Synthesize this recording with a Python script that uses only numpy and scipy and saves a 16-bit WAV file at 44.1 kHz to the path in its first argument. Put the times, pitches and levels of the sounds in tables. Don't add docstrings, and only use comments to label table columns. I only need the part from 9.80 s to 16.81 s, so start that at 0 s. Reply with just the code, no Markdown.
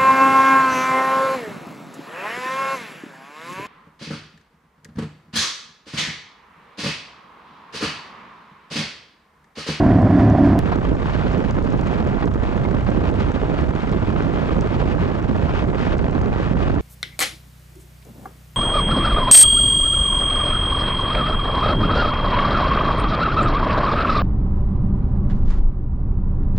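import sys
import numpy as np
from scipy import signal
from scipy.fft import rfft, irfft, next_fast_len
from scipy.io import wavfile
from scipy.ndimage import uniform_filter1d, map_coordinates

SR = 44100
rng = np.random.default_rng(int(sys.argv[2]) if len(sys.argv) > 2 else 0)


def store_pcm(level_fs):
    pcm = np.round(np.clip(level_fs, -1, 1) * 32767).astype(np.int16)
    wavfile.write(sys.argv[1], SR, np.atleast_2d(pcm).T)


N = 309141

# t/s, speed/(turns per s)
CRANK_SPEED = [(0.0, 36.8), (0.13, 36.4), (0.202, 36.5), (0.78, 35.0)]
CYLINDERS = [(0.87, 0.015), (1.4, 0.247), (0.41, -0.22), (0.81, 0.09), (0.81, -0.0017), (1.33, 0.227),
             (0.82, -0.078), (1.2, 0.011)]
# f/Hz, level/dB
PIPE_SPECTRUM = [(15, -59), (25, -4.5), (48, -6.5), (97, 2), (149, -7), (182, 1), (229, -5), (275, -1),
                 (395, -11.5), (437, -25.5), (660, -10.5), (753, -14), (832, -29), (998, -22.5),
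                 (1300, -45), (1690, -77), (2860, -120)]
# f/Hz, level/dB
RASP_SPECTRUM = [(530, -32), (900, -7), (1040, -7), (1320, -11), (1740, -12), (1960, -15.5), (2120, -19),
                 (2810, -26.5), (3450, -29), (3890, -34), (4620, -33.5), (12000, -59.5), (15600, -101),
                 (22000, -120)]
# t/s, boom level/dB, rasp level/dB
EXHAUST_SWELLS = [(0.02, 0.5, 1), (0.12, 1.5, 0), (0.17, -0.5, -1.5), (0.24, 2, -3), (0.33, -2.5, -1.5),
                  (0.39, 1.5, 1.5), (0.55, 0, -3), (0.68, -0.5, 1.5), (0.77, -1, -2.5)]
# t/s, 3rd order level/dB, 8th order level/dB
DRONE_LEVELS = [(0.0, -18.5, -8.5), (0.06, -15, -23.5), (0.15, -16, -24), (0.19, -26, -19),
                (0.235, -14, -29), (0.3, -39.5, -28), (0.35, -18.5, -10), (0.41, -14, -28.5),
                (0.47, -7.5, -16.5), (0.56, -27.5, -34), (0.6, -33, -16.5), (0.65, -10, -10.5),
                (0.72, -30, -18), (0.78, -28, -19)]
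# t/s, peak/dB
BARKS = [(0.102, -16.5), (0.137, -22), (0.186, -12), (0.271, -12), (0.304, -16), (0.549, -10), (0.583, -13),
         (0.752, -15.5)]
# f/Hz, level/dB
BARK_SPECTRUM = [(400, -24.5), (580, -1), (740, 7.5), (900, -15), (1500, -18.5), (3000, -50), (8000, -100)]
# f/Hz, left-right likeness, left minus right/dB, left lead/rad
AT_PIPES = [(100, 0.98, -1, 0.0), (706, 1, -4, -0.15), (2400, 0.89, -3.5, -0.6), (4500, 0.7, -2.5, -.35),
            (10000, .9, 0, 0.0)]

# t/s, tick peak/dB, glassy edge peak/dB
TICKS = [(0.1384, -44.5, -64), (0.221, -43, -55.5), (0.3904, -46.5, -64), (0.501, -36, -67.5),
         (0.6664, -42, -61), (0.9233, -37, -69), (0.9592, -37.5, -74), (1.5196, -40, -67),
         (1.533, -38.5, -63), (1.5798, -40.5, -70), (1.7095, -31, -71), (1.8731, -42.5, -65),
         (1.9042, -38.5, -66), (1.9266, -41.5, -69), (2.0122, -35.5, -53), (2.0636, -42.5, -62),
         (2.073, -36.5, -65), (2.2735, -39.5, -70), (2.4564, -38, -68), (2.5396, -40.5, -69),
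         (2.7701, -42.5, -73), (3.104, -38, -73), (3.4002, -41, -70), (3.5189, -36.5, -66),
         (3.811, -39, -67), (3.9519, -38.5, -68), (4.116, -40, -60), (4.4245, -41.5, -71),
         (4.7832, -42, -69), (4.81, -30.5, -68), (5.4263, -41, -72), (6.1825, -37, -64),
         (6.311, -40.5, -68), (6.4157, -38.5, -64)]
# f/Hz, level/dB
TICK_SPECTRUM = [(1500, -8.5), (3500, 3.5), (5500, 10), (7600, 3), (8600, -13), (12000, -31),
                 (14000, -56.5)]
# f/Hz, level/dB
EDGE_SPECTRUM = [(4000, -22.5), (7500, -2.5), (9500, -1), (12000, -6.5), (13500, -29)]
# t/s, peak/dB
CLICK = [(0.7908, -15)]
# f/Hz, level/dB
CLICK_SPECTRUM = [(300, 7), (1500, 6), (3000, 7.5), (5000, 2), (10000, -3), (16000, -8)]

# f/Hz, left-right likeness, left minus right/dB, left lead/rad
ON_ROOF = [(50, 0.26, -4, 1), (110, 0.48, -2, -0.23), (203, 0.4, -7, -1.03), (336, 1, -9.5, -1.24),
           (720, 0.86, -6, -1.5), (1270, 1, -0.5, -1.57), (3200, 0.7, 5, -1.55), (4100, 0.62, 10, -1.3),
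           (4900, .38, 4, -1.4), (6300, .6, 3, 0.51), (12000, .55, 2, .1)]
# t/s, level/dB
GUSTS = [(0.83, -0.5), (0.88, 4), (1.02, -4.5), (1.05, 4.5), (1.15, -7.5), (1.19, 1), (1.29, 6.5),
         (1.58, 2), (1.79, -1.5), (1.83, -6), (1.87, 0), (2.05, -2), (2.07, 5), (2.1, 0.5), (2.14, 6),
         (2.18, 3.5), (2.22, -0.5), (2.3, 2), (2.37, -1.5), (2.42, 4), (2.455, -9.5), (2.475, -1),
         (2.495, -19.5), (2.515, -4), (2.58, -5.5), (2.65, 2.5), (2.72, 1.5), (2.95, -1), (2.98, 1.5),
         (3.02, -3.5), (3.09, 2), (3.235, -0.5), (3.275, 9), (3.31, -5), (3.37, 0), (3.405, 7), (3.44, 2),
         (3.48, -0.5), (3.58, 2), (3.69, -0.5), (3.8, 4.5), (3.84, -1), (3.9, -2.5), (3.99, 3),
         (4.26, -0.5), (4.28, 4.5), (4.35, -1), (4.41, 4.5), (4.48, 1), (4.73, 5), (4.77, -0.5),
         (4.95, 4.5), (4.97, 0), (5.0, 7), (5.05, 0.5), (5.12, 8.5), (5.15, -3.0), (5.22, 4), (5.43, -1),
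         (5.68, 1.5), (5.76, 7), (5.82, 6.5), (5.84, -0.5), (5.94, -2), (5.98, 5), (6.04, 8.5), (6.09, 5),
         (6.135, 7.5), (6.165, -7.5), (6.19, 0), (6.33, -3), (6.35, 4), (6.4, -3.5), (6.66, 5), (6.75, -3),
         (6.83, 7.5), (6.85, 3.5), (6.99, -1)]
# f/Hz, level/dB
AIR_SPECTRUM = [(11, -25.5), (18, -4.5), (53, 4), (181, -3), (276, -6), (778, -16.5), (1310, -21.5),
                (2840, -38), (5000, -39), (6500, -84.5), (11000, -120)]
# t/s, level/dB
RUMBLE_LEVELS = [(0.83, -21.5), (1.03, -24), (1.09, -19), (1.19, -23.5), (1.54, -21), (1.61, -27.5),
                 (1.66, -21.5), (1.87, -22), (2.02, -22), (2.09, -24.5), (2.32, -22), (2.37, -25.5),
                 (2.58, -20), (2.68, -23.5), (2.99, -21.5), (3.49, -21), (3.53, -27.5), (3.6, -22.5),
                 (3.76, -24.5), (3.83, -19), (3.99, -27), (4.17, -22), (4.49, -23), (4.57, -23),
                 (4.62, -26), (4.75, -20), (4.9, -23.5), (5.06, -19.5), (5.1, -24), (5.23, -19),
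                 (5.31, -25.5), (5.66, -20.5), (5.98, -24.5), (6.14, -20.5), (6.31, -22.5), (6.35, -28.5),
                 (6.39, -19.5), (6.66, -24), (6.85, -18.5), (6.99, -22)]
# t/s, level/dB
BUFFET_LEVELS = [(0.83, -21.5), (1.01, -23.5), (1.04, -22.5), (1.13, -20.5), (1.18, -25), (1.42, -23),
                 (1.45, -18), (1.49, -21.5), (1.58, -19.5), (1.69, -22), (1.75, -25), (1.8, -22),
                 (1.95, -19.5), (2.03, -22), (2.19, -21), (2.38, -21), (2.4, -29.5), (2.43, -22),
                 (2.48, -23.5), (2.51, -24.5), (2.61, -26.5), (2.64, -22.5), (2.67, -24), (2.73, -22.5),
                 (2.99, -20), (3.04, -28), (3.08, -20.5), (3.32, -21.5), (3.56, -22), (3.58, -23),
                 (3.73, -20.5), (3.77, -24), (3.82, -20.5), (3.92, -24), (3.98, -28.5), (4.07, -24.5),
                 (4.11, -20.5), (4.2, -25.5), (4.23, -22.5), (4.38, -21.5), (4.64, -22), (4.69, -23),
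                 (4.8, -18.5), (4.9, -25), (4.92, -22.5), (5.22, -21), (5.3, -22), (5.4, -22.5),
                 (5.56, -20), (5.74, -24), (5.88, -20.5), (5.92, -23), (6.13, -21.0), (6.17, -22),
                 (6.24, -19.5), (6.33, -23.5), (6.36, -18.5), (6.4, -24), (6.44, -20.5), (6.52, -20),
                 (6.55, -33), (6.6, -19), (6.64, -24), (6.72, -25), (6.82, -22), (6.89, -20.5),
                 (6.99, -23.5)]
# f/Hz, level/dB
HISS_SPECTRUM = [(600, -8.5), (1500, 9.5), (2500, 7.5), (3200, 4), (4000, -2), (6000, -11), (7700, -17.5),
                 (8400, -23), (10300, -32), (12000, -41), (13200, -58.5)]
# f/Hz, level/dB
ROAD_SPECTRUM = [(700, 0.5), (4000, -2), (7700, -3.5), (8400, -13), (10500, -20), (13000, -46)]
# f/Hz, level/dB
CRACKLE_SPECTRUM = [(500, 0), (1500, 5.5), (4000, 3), (7600, -1), (8600, -9.5), (11000, -18),
                    (13500, -41.5)]
# t/s, slap peak/dB, tearing peak/dB, tearing rise/s
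STRONG_EDDIES = [(0.914, -21, -18, 0.012), (0.958, -13, -23, 0.00098), (0.985, -14.5, -20.5, 0.0012),
                 (1.049, -21, -28.5, 0.0067), (1.116, -10, -22.5, 0.00088), (1.257, -19.5, -18, .0012),
                 (1.786, -15, -19.5, 0.00078), (1.874, -18.5, -20, .0012), (2.422, -16, -20.5, 0.0056),
                 (2.440, -11, -19.5, 0.0013), (2.457, -11.5, -32, 0.0013), (2.474, -14.5, -19.5, .003),
                 (2.511, -20.5, -26, .003), (2.556, -10.5, -28, 0.0027), (2.623, -18.5, -25, .0012),
                 (2.765, -14.5, -23.5, 0.00098), (3.063, -15, -21, 0.0053), (3.146, -18, -22, 0.0022),
                 (4.227, -15, -21.5, .001), (4.362, -22, -17, .0012), (4.404, -15, -16.5, 0.0016),
                 (4.572, -24, -19, .002), (5.594, -22, -26, 0.0013), (6.242, -19, -19.5, 0.0013),
                 (6.351, -21.5, -19.5, .0012), (6.559, -15, -22, .002), (6.96, -16, -30.5, 0.0012)]
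# t/s, peak/dB
SLOW_EDDIES = [(1.348, -11.5), (1.452, -14), (1.574, -8), (1.937, -12), (2.461, -13), (3.186, -11),
               (3.544, -11.5), (3.947, -11), (3.989, -14.5), (4.031, -11.5), (4.113, -10), (4.161, -10),
               (4.22, -13), (4.282, -9.5), (4.497, -15), (4.632, -13), (5.491, -9.5), (5.884, -13.5),
               (6.346, -15.5), (6.71, -8), (6.757, -12)]


def amp(db):
    return 10 ** (np.asarray(db) / 20)


def unit(x):
    return x / np.sqrt(np.mean(x ** 2) + 1e-20)


def along(table, hz):
    f, *columns = np.transpose(table)
    return [np.interp(np.log(hz + 1), np.log(f + 1), column) for column in columns]


def curves(table):
    times, *columns = np.transpose(table)
    return [np.interp(np.arange(N) / SR, times, column) for column in columns]


def wobble(rate):
    knots = rng.standard_normal(int(N * rate / SR) + 4)
    return unit(map_coordinates(knots, [np.arange(N) * rate / SR]))


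def flutter(rate):
    quick = np.clip(wobble(rate), -2.2, 2.2)
    return unit(quick - uniform_filter1d(quick, size=SR // 14))


def steady(noise, window_s=0.06):
    power = np.mean(np.atleast_2d(noise) ** 2, axis=0)
    for _ in range(2):
        power = uniform_filter1d(power, size=int(window_s * SR))
    return unit(noise / np.sqrt(np.abs(power) + 1e-9))


def coloured(x, spectrum):
    size = 2 * next_fast_len(N // 2 + SR // 8)
    gain_db, = along(spectrum, np.fft.rfftfreq(size, 1 / SR))
    cepstrum = irfft(np.log(amp(gain_db) + 1e-6))
    cepstrum[1:size // 2] *= 2
    cepstrum[size // 2 + 1:] = 0
    return irfft(rfft(x, size) * np.exp(rfft(cepstrum)), size)[..., :N]


def rush(spectrum, flutter_db=0):
    gain = amp(np.clip(flutter_db, -8.5, 10))
    return unit(coloured(rng.standard_normal((2, N)) * gain, spectrum))


def turbulence(low_hz, high_hz, flutter_db=0):
    hz = np.geomspace(10, SR / 2, num=120)
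    air_db, = along(AIR_SPECTRUM, hz)
    band_db = -10 * np.log10((1 + (low_hz / hz) ** 8) * (1 + (hz / high_hz) ** 8))
    return steady(rush(np.column_stack([hz, air_db + band_db]), flutter_db))


def bursts(times, peaks_db, noise, rise_s, unshared=0):
    noise = noise * [[1], [unshared]]
    t = np.arange(SR // 10) / SR
    track = np.zeros((2, N + len(t)))
    for time, peak_db, rise in zip(times, peaks_db, np.broadcast_to(rise_s, len(times))):
        start = max(round(time * SR), 0)
        envelope = (t / rise * np.exp(-t / rise)) ** 2
        burst = envelope * np.take(noise, start + np.arange(len(t)), axis=1, mode="wrap")
        track[:, start:start + len(t)] += amp(peak_db) * burst / np.abs(burst).max()
    return track[:, :N]


def snaps(times, peaks_db, spectrum):
    spikes = np.bincount(np.round(times * SR).astype(int), amp(peaks_db), N)[:N]
    peak = np.abs(coloured(signal.unit_impulse(N), spectrum)).max()
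    return np.array([coloured(spikes, spectrum) / peak, np.zeros(N)])


def microphone(pair, place):
    size = next_fast_len(N + SR // 4)
    likeness, balance_db, lead = along(place, np.fft.rfftfreq(size, 1 / SR))
    angle = np.arccos(np.clip(likeness, 0, 1)) / 2
    shared, unshared = rfft(pair, size) * [np.cos(angle), np.sin(angle)]
    lean = amp(balance_db / 2) * np.exp(1j * lead / 2)
    left, right = (shared + unshared) * lean, (shared - unshared) / lean
    middle = np.hypot(np.cos(angle) * abs(lean + 1 / lean), np.sin(angle) * abs(lean - 1 / lean)) / 2
    return irfft(np.array([left, right]) / middle, size)[:, :N]


def drone(turns, sway_rad=0.2):
    sway = sway_rad * np.array([wobble(21), wobble(30), wobble(30)])
    third, fifth, eighth = np.sin(2 * np.pi * np.outer([3, 5, 8], turns) + sway)
    third_db, eighth_db = curves(DRONE_LEVELS)
    fifth_db = -20 + 3 * wobble(24)
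    return amp(third_db - 7) * third + amp(fifth_db) * fifth + amp(eighth_db - 0.1) * eighth


def exhaust(jitter=0.024, scatter_db=1.9, puff_s=0.0032):
    speed, = curves(CRANK_SPEED)
    turns = np.cumsum(speed) / SR
    firings = 4 * turns
    firing = np.arange(int(firings[-1]))
    size, lateness = np.array(CYLINDERS)[firing % len(CYLINDERS)].T
    timing, strength = rng.standard_normal((len(firing), 2)).T
    arrivals = np.interp(firing + lateness + jitter * timing, firings, np.arange(N)).astype(int)
    pulses = np.bincount(arrivals, size * amp(scatter_db * strength), N)
    puffs = unit(signal.lfilter([1], [1, -np.exp(-1 / (puff_s * SR))], pulses))
    boom_db, rasp_db = curves(EXHAUST_SWELLS)
    ringing = unit(coloured(pulses, PIPE_SPECTRUM))
    boom = amp(boom_db - 13.5) * steady(ringing + rush(PIPE_SPECTRUM, 0.5 * puffs))
    rasp = amp(rasp_db - 32.5) * steady(rush(RASP_SPECTRUM, puffs + wobble(45)))
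    barks = bursts(*np.transpose(BARKS), rush(BARK_SPECTRUM), rise_s=0.0023)
    return microphone(boom + rasp + barks + drone(turns), AT_PIPES)


def ticks():
    times, peak_db, edge_db = np.transpose(TICKS)
    attacks = snaps(times, peak_db + 2.5, TICK_SPECTRUM)
    rattles = bursts(times, peak_db - 3.5, rush(TICK_SPECTRUM), rise_s=0.0007, unshared=0.5)
    edges = bursts(times, edge_db + 5, rush(EDGE_SPECTRUM), rise_s=0.0008, unshared=0.5)
    return microphone(attacks + rattles + edges, ON_ROOF)


def click():
    time, peak_db = CLICK[0]
    snap = coloured(signal.unit_impulse(N, round(time * SR)), CLICK_SPECTRUM)
    return amp(peak_db + 2.5) * snap / np.abs(snap).max()


def wind():
    gust_db, = curves(GUSTS)
    buffet_db, = curves(BUFFET_LEVELS)
    rumble_db, = curves(RUMBLE_LEVELS)
    chop = amp(np.minimum(-0.54 * gust_db, 3))
    flow_db = gust_db + 0.62 * wobble(20)
    swirl = 0.66 * flutter(45) + 2.0 * flutter(120) + 5.03 * flutter(320)
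    lumps = 0.67 * flutter(30)
    rumble = amp(rumble_db - 1.5) * turbulence(21, 142, 1.3 * flutter(25))
    buffet_flutter_db = 0.44 * swirl + lumps + 1.43 * flutter(70)
    buffet = amp(buffet_db - 2.5) * turbulence(140.6, 672, buffet_flutter_db)
    tear_flutter_db = 0.46 * chop * swirl + 1.1 * lumps + 1.3 * flutter(250)
    tear = amp(0.44 * flow_db - 35.5) * turbulence(708, 2230, tear_flutter_db)
    fizz = 1.1 * flutter(60) + 0.81 * flutter(400) + 2.6 * wobble(1300)
    hiss = amp(flow_db - 45.5) * steady(rush(HISS_SPECTRUM, chop * (0.44 * swirl + fizz)))
    bed = rumble + buffet + tear + hiss + road()
    return microphone(bed + thumps() + slaps() + spits() + crackle(flow_db), ON_ROOF)


def road():
    return amp(-61.5) * rush(ROAD_SPECTRUM, 2.1 * flutter(300))


def crackle(flow_db, per_s=47, spread_db=5):
    spacing, strength = rng.random((500, 2)).T
    times = np.cumsum(-np.log(1 - spacing)) / per_s
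    inside = times < N / SR
    times = times[inside]
    peak_db = -41.5 + spread_db * (2 * strength[inside] - 1)
    breakup_db = np.minimum(-1.3 * flow_db[(times * SR).astype(int)], 4.5)
    return snaps(times, peak_db + breakup_db, CRACKLE_SPECTRUM)


def slaps(width_s=0.0007, centre_s=0.00275):
    times, peak_db, _, _ = np.transpose(STRONG_EDDIES)
    spikes = np.bincount(np.round(times * SR).astype(int), amp(peak_db), N)
    crossing = (np.arange(SR // 80) / SR - centre_s) / width_s
    swing = -crossing * np.exp((1 - crossing ** 2) / 2) * signal.windows.tukey(len(crossing), 0.1)
    return np.array([signal.fftconvolve(spikes, swing)[:N], np.zeros(N)])


def spits():
    times, _, peak_db, rise_s = np.transpose(STRONG_EDDIES)
    return bursts(times, peak_db, turbulence(600, 3800), rise_s, unshared=0.6)


def thumps():
    times, peak_db = np.transpose(SLOW_EDDIES)
    return bursts(times, peak_db - 1.5, turbulence(140, 400), rise_s=0.005, unshared=0.62)


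def squeak(at_s=2.854, hz=2130, width_s=0.0035):
    t = np.arange(N) / SR - at_s
    return amp(-34) * np.exp(-(t / width_s) ** 2 / 2) * np.sin(2 * np.pi * hz * t)


def scene(change_s=0.791, crossfade_s=0.042):
    roof = np.clip((np.arange(N) / SR - change_s) / crossfade_s + 0.5, 0, 1)
    return np.sqrt(1 - roof) * exhaust() + np.sqrt(roof) * wind() + ticks() + squeak() + click()


def record(dry, ceiling=0.92, fade_in_s=0.003, top_hz=16300, rolloff_hz=1200):
    rounded = dry / (1 + np.abs(dry / ceiling) ** 6) ** (1 / 6)
    fade_in = np.minimum(np.arange(N) / SR / fade_in_s, 1)
    size = next_fast_len(N + SR // 4)
    passband = np.clip((top_hz - np.fft.rfftfreq(size, 1 / SR)) / rolloff_hz + 0.5, 0, 1)
    return irfft(rfft(rounded * fade_in, size) * passband, size)[:, :N]


dry = scene()
out = record(dry)
store_pcm(out)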